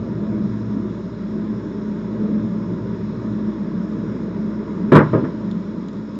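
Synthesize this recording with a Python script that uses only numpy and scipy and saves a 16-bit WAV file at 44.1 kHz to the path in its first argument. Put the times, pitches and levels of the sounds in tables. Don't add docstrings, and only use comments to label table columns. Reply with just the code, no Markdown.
import sys
import numpy as np
from scipy import signal
from scipy.io import wavfile

SR = 44100
rng = np.random.default_rng(int(sys.argv[2]) if len(sys.argv) > 2 else 0)


def master_out(mix):
    frames = np.transpose(np.atleast_2d(mix))
    ceiling = np.clip(frames, -1, 1)
    pcm = np.round(ceiling * 32767).astype(np.int16)
    wavfile.write(sys.argv[1], SR, pcm)


def volts_from_decibels(level):
    exponent = np.asarray(level, float) / 20
    return 10 ** exponent


N = 272965

# start_s, level_db, contact_brightness_hz, thud_against_knock_db, ring_time_factor
DICE_BLOWS = [
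    (4.918, -6, 2430, 5, 1.12),
    (4.951, -1.5, 2896, 4, 0.46),
    (4.966, -7, 2584, 2.5, 0.49),
    (4.986, -7.5, 1980, -11.5, 0.49),
    (5.001, -13, 1600, 3.5, 0.57),
    (5.131, -13, 1500, 8, 0.76),
    (5.205, -12, 398, -3.5, 1.3),
    (5.239, -23.5, 2200, 4, 0.6),
    (5.397, -34.5, 1210, 9, 0.88),
]
# pitch_hz, level_db, t60_s
TABLE_MODES = [(117.7, 6.5, 0.2), (149.9, 8.5, 0.4), (191, 2.5, 0.28), (250.8, 4.5, 0.35),
               (330.3, 6.5, 0.26), (406, -1, 0.11), (490, -6.5, 0.1), (919, 1.5, 0.27), (1007, -4, 0.51),
               (1150, -9.5, 0.24), (1218, 3, 0.1), (1430, -10.5, 0.091), (1696, -7, 0.12),
               (2312, -4.5, 0.11)]
# frequency_hz, level_db_per_hz
ECHO_COLOUR = [(60, -19.5), (130, -7.5), (300, -1), (600, -13.5), (1100, -13), (1800, -21.5), (2600, -35.5),
               (4200, -24.5), (7000, -42.5)]
# frequency_hz, t60_s
ECHO_T60 = [(60, 0.22), (200, 0.18), (400, 0.25), (1000, 0.3), (2000, 0.3), (4000, 0.14), (8000, 0.12)]


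def table_knock(t, thud_db, ring):
    knock = np.zeros(len(t))
    for hz, db, t60 in TABLE_MODES:
        start = 1 - np.exp(-t * hz / 1.8)
        luck_db = rng.normal(0, 2.5)
        level = volts_from_decibels(db - 13.5 + thud_db * (hz < 700) + luck_db - 60 * t / (t60 * ring))
        knock += level * start * np.sin(2 * np.pi * hz * t + rng.uniform(0, 2 * np.pi))
    return knock


def echo_cloud(t, thud_db, ring):
    cloud = np.zeros(len(t))
    for hz, band in bands(len(t), ECHO_COLOUR):
        build = 1 - np.exp(-t * np.sqrt(hz) / 0.11)
        fade = (t / (at_hz(ECHO_T60, hz) * ring)) ** 1.23
        cloud += band * build * volts_from_decibels(20.0 + thud_db * (hz < 700) - 60 * fade)
    return cloud


def dice():
    out, size = np.zeros(N + SR), SR // 2
    t = np.arange(size) / SR
    for s, blow_db, bright_hz, thud_db, ring in DICE_BLOWS:
        knock = table_knock(t, thud_db, ring) + echo_cloud(t, thud_db, ring)
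        felt = signal.butter(3, bright_hz, fs=SR, output="sos")
        at = round(s * SR)
        out[at:at + size] += volts_from_decibels(blow_db) * signal.sosfilt(felt, knock)
    return out[:N]


# frequency_hz, level_db_per_hz
FAR_WALLS = [(900, -11), (2000, 2.5), (3600, 1.5), (5200, -1), (7000, -16)]


def late_tail():
    since = since_landing()
    far = volts_from_decibels(-48.5 - 60 * since / 2.5) * air(FAR_WALLS, patchy_db=-2.0, rate=7)
    rails = volts_from_decibels(-31 - 60 * since / 0.8) * air(RUSH_COLOUR, patchy_db=5.0, rate=7)
    return (since > 0) * (far + rails)


# start_s, peak_level_db, ring_pitch_hz
PLASTIC_TICKS = [
    (5.513, -39.5, 3600),
    (5.885, -42, 3900),
    (5.931, -46, 5170),
    (5.968, -52, 3600),
    (6.155, -47, 5200),
]


def ticks():
    out, t = np.zeros(N + SR), np.arange(SR // 10) / SR
    click_band = signal.butter(3, [2600, 6800], "band", fs=SR, output="sos")
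    for s, peak_db, hz in PLASTIC_TICKS:
        click_and_tail = volts_from_decibels(-60 * t / 0.008) + volts_from_decibels(-11 - 60 * t / 0.07)
        puff = rng.standard_normal(len(t)) * click_and_tail
        bright = signal.sosfilt(click_band, puff)
        at = round(s * SR)
        out[at:at + len(t)] += volts_from_decibels(peak_db + 3.0) * (bright + volts_from_decibels(8.5) * resonance(puff, hz, 494))
    return out[:N]


# frequency_hz, level_db_per_hz
RUMBLE_COLOUR = [(75, -29.5), (100, -13), (140, -12), (185, 1.5), (240, -5.5), (320, -7), (420, -11.5),
                 (520, -21.5), (620, -16), (800, -32.5), (1000, -43.5)]
# pitch_hz, width_hz, level_against_rumble_db
ROOM_TONES = [(210.2, 12.1, -5), (232.9, 17, -17), (317.1, 9.8, -14.5), (405.4, 4.1, -21.5),
              (583.8, 13, -25.5)]


def rumble(gust_db):
    rough = air(RUMBLE_COLOUR, patchy_db=1.67, rate=2.7)
    room = sum(volts_from_decibels(db) * sung(hz, width_hz) for hz, width_hz, db in ROOM_TONES)
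    return volts_from_decibels(-24.0 + gust_db + ducking() - 1.95) * (rough + room)


# frequency_hz, level_db_per_hz
RUSH_COLOUR = [(560, -12), (750, -4), (1000, 0.5), (1400, -5), (2000, -12), (2600, -23), (3200, -36),
               (4200, -41.5)]


def rush(gust_db):
    rise_db = 0.37 * np.arange(N) / SR
    level_db = -45.5 + rise_db + 0.3 * gust_db + 0.72 * ducking()
    return volts_from_decibels(level_db - 0.43) * (air(RUSH_COLOUR, patchy_db=1.1, rate=8.0) + volts_from_decibels(-7.5) * sung(955, 70))


# start_s (centre), peak_level_db, half_length_s
DUCT_SWELLS = [
    (.25, -33, 0.63),
    (1.548, -44.5, 0.091),
    (2.456, -40, 0.22),
    (2.897, -33.5, 0.18),
    (3.272, -36, .15),
    (4.076, -41, 0.24),
    (5.11, -32, 0.11),
    (0.458, -36, 0.11),
]


def boom():
    swell = volts_from_decibels(-44) + sum(volts_from_decibels(db) * bell(s, half_s) for s, db, half_s in DUCT_SWELLS)
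    return swell * volts_from_decibels(1.0) * sung(113.7, 18)


# pitch_hz, level_db (rms)
MOTOR_LINES = [(62.6, -44.5), (212, -30.5), (794, -65.5), (1697, -67.5), (2868, -78), (2927, -80)]


def motor_hum():
    t = np.arange(N) / SR
    hum = 0
    for hz, db in MOTOR_LINES:
        hum = hum + np.sqrt(2) * volts_from_decibels(db + 1.0 * drift(3.5)) * np.sin(2 * np.pi * hz * t)
    return hum * volts_from_decibels(1.2 * ducking())


# frequency_hz, level_db_per_hz
HISS_COLOUR = [(2150, -5.5), (2900, -3), (3150, -12.5), (3400, 4.5), (4200, 3.5), (5200, 4), (6600, -2),
               (7500, -14), (8600, -28.5), (10500, -36.5)]
# start_s (centre), level_db, half_length_s
AIR_GUSTS = [
    (1.175, -2, 0.16),
    (2.272, 3.0, 0.12),
    (3.014, -1.9, 0.23),
    (4.852, 0.9, .2),
]


def fan():
    gust_db = sum(db * bell(s, half_s) for s, db, half_s in AIR_GUSTS)
    hiss = volts_from_decibels(-56) * air(HISS_COLOUR, patchy_db=-1.0, rate=5.5)
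    return rumble(gust_db) + boom() + motor_hum() + rush(gust_db) + hiss


def since_landing():
    return np.clip(np.arange(N) / SR - DICE_BLOWS[0][0], 0, None)


def ducking():
    drop_db, drop_s, sag_db_per_s = -0.4, 0.11, -3.5
    since = since_landing()
    return drop_db * (1 - np.exp(-since / drop_s)) + sag_db_per_s * since


def bell(s, half_s):
    return np.exp(-((np.arange(N) / SR - s) / half_s) ** 2)


def air(spectrum, patchy_db, rate):
    together = drift(2.0)
    total = 0
    for hz, band in bands(N, spectrum):
        flicker_db = patchy_db * (0.26 * together + drift(rate))
        total = total + band * volts_from_decibels(flicker_db)
    return rms_one(total)


def sung(hz, width_hz):
    noise = rng.standard_normal(N + SR)
    once = resonance(noise, hz, width_hz)
    return rms_one(resonance(once, hz, width_hz)[SR:])


def bands(size, spectrum):
    white = rng.standard_normal((2, size + 4000))
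    lowest, highest = spectrum[0][0], spectrum[-1][0]
    edges = lowest * 2 ** np.arange(0, np.log2(highest / lowest) + 0.2, 1 / 5)
    for k, (low, high) in enumerate(zip(edges, edges[1:])):
        hz = np.sqrt(low * high)
        band_filter = signal.butter(2, [low, high], "band", fs=SR, output="sos")
        band = signal.sosfilt(band_filter, white[k % 2])
        yield hz, volts_from_decibels(at_hz(spectrum, hz)) * band[-size:]


def drift(rate):
    r = np.exp(-80 * np.pi * rate / SR)
    noise = rng.standard_normal(N // 40 + 2002)
    slow = signal.lfilter([1], [1, -2 * r, r * r], noise)[2000:]
    return np.interp(np.arange(N) / 40, np.arange(len(slow)), rms_one(slow))


def resonance(x, hz, width_hz):
    r = np.exp(-np.pi * width_hz / SR)
    poles = [1, -2 * r * np.cos(2 * np.pi * hz / SR), r * r]
    return signal.lfilter([(1 - r * r) / 2, 0, (r * r - 1) / 2], poles, x)


def at_hz(points, hz):
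    table_hz, value = np.transpose(points)
    return np.interp(np.log(hz), np.log(table_hz), value)


def rms_one(x):
    return x / np.sqrt(np.mean(x ** 2) + 1e-20)


def scene():
    return (dice() + late_tail() + ticks() + fan())[None]


def roll_off(x):
    return signal.sosfilt(signal.butter(12, 16000, fs=SR, output="sos"), x)


# frequency_hz, width_hz, level_db
MICROPHONE_NOTCHES = [(750, 170, -20), (715, 90, -6), (4495, 700, -26), (6000, 800, -16), (7960, 1300, -24),
                      (8200, 900, -14)]


def record(dry):
    x = dry
    for hz, width_hz, db in MICROPHONE_NOTCHES:
        x = x - (1 - volts_from_decibels(db)) * resonance(x, hz, width_hz)
    x = signal.sosfilt(signal.cheby2(12, 40, 9150, fs=SR, output="sos"), x)
    x = signal.sosfilt(signal.butter(4, 48, "high", fs=SR, output="sos"), x)
    overloaded = np.clip(x, -0.99, 0.99)
    return roll_off(overloaded)


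dry = scene()
out = record(dry)
master_out(out)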